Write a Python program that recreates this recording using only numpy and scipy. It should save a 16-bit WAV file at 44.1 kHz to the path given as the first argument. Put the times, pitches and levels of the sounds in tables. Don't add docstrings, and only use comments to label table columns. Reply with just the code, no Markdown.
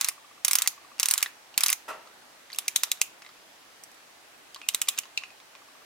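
import sys
import numpy as np
from scipy import signal
from scipy.fft import rfft, irfft
from scipy.io import wavfile
from scipy.ndimage import uniform_filter1d, minimum_filter1d

SR = 44100
rng = np.random.default_rng(int(sys.argv[2]) if len(sys.argv) > 2 else 0)


def to_wav(s):
    ch = np.atleast_2d(s).T
    pcm = np.round(np.clip(ch, -1, 1) * 32767)
    wavfile.write(sys.argv[1], SR, pcm.astype(np.int16))


def boost(x):
    u = np.asarray(x, float) / 20
    return 10 ** u


N = 257984
LENGTH = 8192

# pitch_hz, fade_s (time to fall 60 dB)
WORKSHOP = [(300, 0.51), (1200, 0.37), (3000, 0.37), (9000, 0.21)]


def evened(x):
    return x / np.sqrt(np.mean(x ** 2) + 1e-20)


def read(points, hz):
    f, value = np.transpose(points)
    return np.interp(np.log(hz + 1), np.log(f + 1), value)


def add(mix, s, sound):
    part = mix[:, max(round(s * SR), 0):][:, :sound.shape[1]]
    part += sound[:, :part.shape[1]]


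def dying(decays, size):
    hz, t, z = signal.stft(rng.standard_normal((2, size)), SR, nperseg=128)
    fade = boost(-60 * t / read(decays, hz)[:, None])
    return signal.istft(z * fade, SR, nperseg=128)[1][:, :size]


def causal(gain_db):
    cepstrum = irfft(np.maximum(gain_db, -100) * np.log(10) / 20, LENGTH)
    cepstrum[1:LENGTH // 2] *= 2
    cepstrum[LENGTH // 2 + 1:] = 0
    return np.exp(rfft(cepstrum))


def tooth_crack(grain, after, struck):
    u = after / .00022
    burst = u ** 2 * np.exp(-u * 1.6) * (grain[0] + .4 * grain[1:])
    crack = rfft(burst)
    crack /= uniform_filter1d(abs(crack) ** 2, size=150) ** .48
    return rfft(irfft(crack, LENGTH) * struck)


def pawl_chatter(grain, since, after, struck, slip_db, chatter_db, chatter_ms):
    slip = boost(slip_db) * np.exp(since / .0011) * ~struck
    uneven = boost(3.5 * evened(uniform_filter1d(rng.standard_normal(LENGTH), size=40)))
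    swell = (1 - np.exp(-after / .00022 / 3)) * np.exp(-after * 1000 / chatter_ms)
    return boost(chatter_db) * (uneven * swell + slip) * (1.64 * grain[0] + grain[1:])


def bay_echoes(t, bay_db):
    # pitch_hz, fade_s (time to fall 60 dB)
    bay = [(300, 0.4), (1500, 0.28), (4500, 0.083), (12000, 0.14)]
    room = boost(-6.5) * dying(WORKSHOP, LENGTH) * signal.windows.tukey(LENGTH, .5)
    echoes = (dying(bay, LENGTH) + room) * (t < .175)
    return boost(bay_db) * np.roll(echoes, 330, axis=1)


def tool_ring(t, low_hz, high_hz):
    # pitch_hz, level_db, fade_s (time to fall 60 dB)
    steel = [(1250, -29, 0.12), (2120, 4, 0.067), (2480, -32, 0.15), (2850, 3, 0.02), (3935, 3.5, 0.09),
             (4860, -26, 0.09), (5140, 7, 0.03), (6350, -48, 0.027), (6360, -67, .035), (7800, -69, .03),
             (9400, 8.5, 0.012), (11300, -32, .025)]
    longest_s, grip_db = .035, 5
    ring = np.zeros(LENGTH)
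    grips = rng.standard_normal((len(steel), 2))
    for (hz, db, fade_s), (damping, detune) in zip(steel, grips):
        level_db = db - 40.5 + grip_db * np.tanh(damping) - 60 * t / min(fade_s, longest_s)
        ring += boost(level_db) * np.sin(2 * np.pi * hz * (1 + 0.0056 * detune) * t)
    for hz in (low_hz, high_hz):
        ring += boost(-35 - 60 * t / 0.0074) * np.sin(2 * np.pi * hz * t)
    return ring


def click(s, db, low_hz, high_hz, body_db, treble_db, knee_hz, low_db, high_db,
          slip_db, chatter_db, chatter_ms, bay_db):
    # pitch_hz, level_db
    crack_colour = [(88, -56), (150, -36), (512, -23.5), (1170, -8.5), (1580, -11.5), (2440, -3),
                    (3220, -4), (3780, -5), (4340, -5.5), (4890, -3.5), (6570, 2.5), (15100, -2.5),
                    (17000, -24)]
    # pitch_hz, level_db
    right_louder = [(500, -3.5), (1000, -1.5), (2400, 0.5), (4500, 1), (8000, 1), (13000, 6.5)]
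    t, hz = np.arange(LENGTH) / SR, np.fft.rfftfreq(LENGTH, 1 / SR)
    since = t - .0055
    after, struck = np.maximum(since, 0), since >= 0
    grain = rng.standard_normal((3, LENGTH))

    crack = tooth_crack(grain, after, struck)
    chatter = pawl_chatter(grain, since, after, struck, slip_db, chatter_db, chatter_ms)
    ringing = crack * (1 + rfft(tool_ring(t, low_hz, high_hz)))
    duller_db = read([(1400, 0), (2600, -3), (4500, 0), (7500, -4), (14000, -7)], hz)
    tail = rfft(chatter + bay_echoes(t, bay_db)) * boost(duller_db) * (hz < 15900)

    tilt = [(1700, body_db + 24.5), (2300, 0), (knee_hz, 0), (11000, treble_db + 23.5)]
    colour_db = read(crack_colour, hz) + read(tilt, hz)
    for ring_hz, ring_db in ((low_hz, low_db), (high_hz, high_db)):
        colour_db += ring_db * np.exp(-(np.log((hz + 1) / ring_hz) / 0.14) ** 2)
    right = boost(read(right_louder, hz) / 2) * np.exp(-2j * np.pi * hz * .000016)
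    sides = np.array([1 / right, right])
    sound = irfft((ringing + tail) * causal(colour_db) * sides, LENGTH)
    return s - .005, boost(db) * sound / abs(sound.mean(0)).max()


def quick_swings(mix):
    # start_s, peak_db, lower_ring_hz, upper_ring_hz
    drops = [(0.011, -8.5, 4200, 6500), (0.0449, -7.5, 3980, 6100), (0.0857, -7.5, 2020, 9300),
             (0.4473, -6, 3060, 5600), (0.4804, -11.5, 3730, 10200), (0.5107, -7.5, 2250, 8340),
             (0.5317, -7, 2350, 5500), (0.5535, -6, 3200, 5300), (0.5851, -10, 3120, 6400),
             (0.62, -7, 3860, 7800), (0.6741, -6, 4400, 6360), (0.9974, -5, 4140, 6040),
             (1.0297, -6.5, 2920, 5540), (1.057, -9, 4100, 6240), (1.0853, -8.5, 4540, 9000),
             (1.1098, -6.5, 4180, 8700), (1.1372, -7, 2120, 8600), (1.178, -9, 3930, 7400),
             (1.2268, -5.5, 2150, 2700), (1.577, -4, 2520, 4200), (1.6069, -10.5, 2340, 5270),
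             (1.6348, -6.5, 3970, 11400), (1.6615, -8, 3900, 6120), (1.6826, -9.5, 3370, 6100),
             (1.701, -10.5, 2160, 9000), (1.728, -9, 2120, 6500)]
    brisk_gap_s, rest_gap_s = .025, 0.032
    gaps = np.minimum(np.diff([-1] + [row[0] for row in drops]), rest_gap_s)
    for row, slower in zip(drops, np.log2(gaps / brisk_gap_s)):
        body_db = -25 - 3 * slower
        treble_db = -18 - 5.5 * slower
        add(mix, *click(*row, body_db, treble_db, knee_hz=7400, low_db=6.0, high_db=5.5,
                        slip_db=-25, chatter_db=-20.5, chatter_ms=4.3, bay_db=-32))


def slow_turns(mix):
    # start_s, peak_db, lower_ring_hz, upper_ring_hz, body_db
    drops = [(2.586, -8.5, 3480, 10500, -25.5), (2.6808, -9.5, 2350, 6300, -34.5),
             (2.7604, -3, 3730, 6570, -28.5), (2.8346, -6, 3660, 5500, -22.5),
             (2.9162, -7, 3750, 7100, -29.5), (3.0148, -2.5, 2650, 6740, -31),
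             (4.6873, -7, 2960, 8600, -37), (4.7463, -6, 3760, 8050, -24),
             (4.8166, -6.5, 2860, 7800, -25.5), (4.886, -3.5, 3530, 7400, -34),
             (4.987, -7.5, 2900, 6640, -29)]
    for row in drops:
        add(mix, *click(*row, treble_db=-21.5, knee_hz=7400, low_db=8.5, high_db=3.5,
                        slip_db=-2.0, chatter_db=-25.5, chatter_ms=4.33, bay_db=-35))


def small_touches(mix):
    # start_s, peak_db, lower_ring_hz, upper_ring_hz
    ticks = [(0.6604, -26, 2100, 6400), (1.26, -21.5, 1830, 3660), (2.073, -39.5, 1310, 4500),
             (2.501, -31.5, 2120, 3740), (3.178, -45.5, 2480, 3750), (3.2203, -34, 2420, 5900),
             (3.248, -38, 2040, 3860), (3.263, -33, 2210, 4100), (3.2907, -40, 1250, 4600),
             (4.5604, -31, 1020, 4160), (4.6154, -29, 2400, 3180), (4.9827, -26, 2770, 10000),
             (5.0344, -34, 2800, 4660), (5.0544, -37.5, 1070, 6270), (5.2358, -26, 2740, 2300),
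             (5.304, -42, 2480, 4870), (5.4007, -39.5, 2340, 3700), (5.551, -36, 2410, 3330)]
    # start_s, peak_db, lower_ring_hz, upper_ring_hz, treble_db
    snaps = [
        (1.5413, -36.5, 1030, 3000, -49),
        (2.529, -27, 4200, 4850, -48),
        (2.533, -34, 2300, 4650, -10),
        (2.546, -31, 2760, 5130, -20),
        (2.56, -33, 3440, 3550, -14),
        (3.8365, -31, 5600, 8450, -14),
        (3.915, -42.5, 2510, 5800, -19),
        (3.944, -42, 1960, 3550, -19),
        (4.545, -27.5, 3160, 4730, -28),
        (5.1749, -16, 2640, 4240, -39.5),
    ]
    # start_s, peak_db, strongest_ring_hz
    rebounds = [(.0735, -28, 5000), (0.091, -26, 2560), (0.981, -33, 1460), (.991, -34, 2500),
                (1.031, -40, 3900), (1.103, -19, 6160), (1.6108, -25, 2450), (1.666, -22, 4800),
                (1.689, -18, 2360), (1.692, -15.5, 2500), (1.7196, -18, 5970), (2.5185, -36, 3070),
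                (2.6553, -47, 3100), (4.6889, -15.5, 3820), (4.7377, -32, 6000), (4.8732, -33, 2400),
                (4.8827, -22, 1130), (4.9768, -24, 3650)]
    touches = [(*row, -16, -43.5) for row in ticks]
    touches += [(*row, -36, treble_db) for *row, treble_db in snaps]
    touches += [(s, db, hz, 2.0 * hz, -22, -32) for s, db, hz in rebounds]
    for row in touches:
        add(mix, *click(*row, knee_hz=4500, low_db=13.5, high_db=8.0,
                        slip_db=-7.5, chatter_db=-26, chatter_ms=6.0, bay_db=-32.5))


def pawl_drag(mix):
    # start_s, end_s, level_db
    swings = [
        (0, 0.098, -40),
        (0.449, 0.678, -42),
        (0.989, 1.265, -41),
        (1.577, 1.742, -37),
        (2.496, 3.019, -54.5),
        (4.685, 4.997, -54.5),
    ]
    # pitch_hz, level_db
    drag_colour = [(500, -22.5), (1100, 4), (2200, 1), (4000, -1), (8000, -6), (15500, -13.5), (15900, -78)]
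    for start, end, db in swings:
        size = round((end - start) * SR)
        uneven = boost(5 * evened(uniform_filter1d(rng.standard_normal(size), size=60)))
        grit = rng.standard_normal((3, size)) * uneven
        colour = boost(read(drag_colour, np.fft.rfftfreq(size, 1 / SR)))
        grit = irfft(rfft(grit[0] + grit[1:]) * colour, size)
        add(mix, start, boost(db) * evened(grit) * signal.windows.tukey(size, .15))


def handle_thumps(mix):
    # start_s, level_db
    jolts = [
        (.448, -27),
        (.998, -25),
        (1.085, -28),
        (1.578, -21),
        (2.837, -48),
        (3.017, -24),
        (4.746, -21.5),
        (4.986, -29),
        (5.178, -31),
    ]
    u = np.arange(600) / SR / 0.0002
    for s, db in jolts:
        add(mix, s, boost(db) * u * (2 - u) * np.exp(-u) * np.ones((2, 1)))


def bar_pings(mix):
    # start_s, level_db
    pings = [
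        (4.617, -42),
        (4.687, -56),
        (4.889, -44),
        (4.988, -58),
        (5.177, -48),
        (5.238, -48.5),
    ]
    # pitch_hz, level_db, fade_s (time to fall 60 dB)
    bar = [(2500, 0, .6), (2700, -1, .35)]
    t = np.arange(LENGTH * 2) / SR
    ring = sum(boost(db - 60 * t / fade_s) * np.sin(2 * np.pi * hz * t) for hz, db, fade_s in bar)
    for s, db in pings:
        waver = rng.standard_normal((2, len(t)))
        waver = uniform_filter1d(uniform_filter1d(waver, size=350), size=350)
        add(mix, s, boost(db) * ring * (.45 + .7 * np.tanh(evened(waver))))


def focus_step(s, db, hz):
    t = np.arange(700) / SR
    shape = (1 - np.exp(-t / 0.0011)) * np.exp(-t / 0.004)
    hum = np.sin(2 * np.pi * hz * t) + .3 * np.sin(2 * np.pi * 2.25 * hz * t)
    return s, boost(db + 4.5) * shape * hum * np.array([[1.1], [.9]])


def focus_motor(mix):
    # first_step_s, last_step_s, level_db
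    runs = [
        (.1131, .3775, -43.5),
        (0.7304, .7302, -45.5),
        (.7779, .9164, -42),
        (5.222, 5.222, -45),
        (5.5514, 5.818, -46.5),
    ]
    step_s = 1 / 15
    for first, last, db in runs:
        steps = round((last - first) / step_s) + 1
        for k, s in enumerate(np.linspace(first, last, steps)):
            add(mix, *focus_step(s, db - 0.6 * k, 1130 + 12 * k))


def far_knock(mix):
    # pitch_hz, level_db
    knock_colour = [(100, -33), (300, -17.5), (600, -9.5), (1300, -11), (1600, -14), (2800, -21),
                    (5000, -22.5), (10000, -24), (15500, -30), (15900, -90)]
    # pitch_hz, width_hz, level_db
    panel = [(437, 17, -10), (631, 38, -5.5), (930, 39, -4.5), (1155, 76, -4.5), (1340, 61, -1),
             (1950, 120, -8), (2700, 330, -4.5)]
    t, hz = np.arange(SR) / SR, np.fft.rfftfreq(SR, 1 / SR)
    tail = dying(WORKSHOP, SR)
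    tail = (tail + 0.32 * tail[::-1]) * (1 - np.exp(-t / 0.0061))
    resonance = 1 + sum(boost(db + 13) / (1 + (2 * (hz - f) / width) ** 2) for f, width, db in panel)
    tail = irfft(rfft(tail) * boost(read(knock_colour, hz)) * resonance, SR)
    add(mix, 1.879, boost(-35) * tail / tail[:, 300:1800].std())


def air():
    # pitch_hz, level_db (per Hz)
    air_colour = [(12, -53), (20, 0), (55, -19.5), (162, -8.5), (214, -10.5), (267, -2.5), (453, -4),
                  (770, 1), (935, -1), (1780, -2), (5720, -8.5), (12800, -16), (15600, -20)]
    # pitch_hz, likeness (0 to 1)
    likeness = [(60, 0.14), (180, 0.42), (550, 0.3), (1650, 0.07), (4970, 0.02), (15000, 0.022)]
    frames, hz = N // 256 + 5, np.fft.rfftfreq(1024, 1 / SR)
    a, b, c, d, patches = rng.standard_normal((frames, 513, 5)).T
    patches = evened(uniform_filter1d(uniform_filter1d(patches, 12, 0), 20, 1))
    same = np.clip(read(likeness, hz), -1, 1)[:, None]
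    left = a + 1j * b
    right = same * left + np.sqrt(1 - same ** 2) * (c + 1j * d)
    z = np.array([left, right])
    z *= boost(read(air_colour, hz)[:, None] + .8 * patches) * (hz < 15900)[:, None]
    both = signal.istft(z, nperseg=1024, noverlap=768)[1][:, :N]
    return boost(-56) * both / both.mean(0).std() * boost([[-.25], [.25]])


def scene():
    mix = air()
    for source in (quick_swings, slow_turns, small_touches, pawl_drag, handle_thumps, bar_pings,
                   focus_motor, far_knock):
        source(mix)
    return mix


def top_cut(x):
    return signal.sosfilt(signal.butter(12, 17150, fs=SR, output="sos"), x)


def record(dry):
    low_pass = signal.firwin(255, 16900, window=("kaiser", 9), fs=SR)
    dull = signal.oaconvolve(dry, low_pass[None], "same")
    peaks = -minimum_filter1d(-abs(dull), size=89)
    held = dull / np.maximum(uniform_filter1d(peaks, size=45) / .88, 1)
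    return top_cut(held)


dry = scene()
out = record(dry)
to_wav(out)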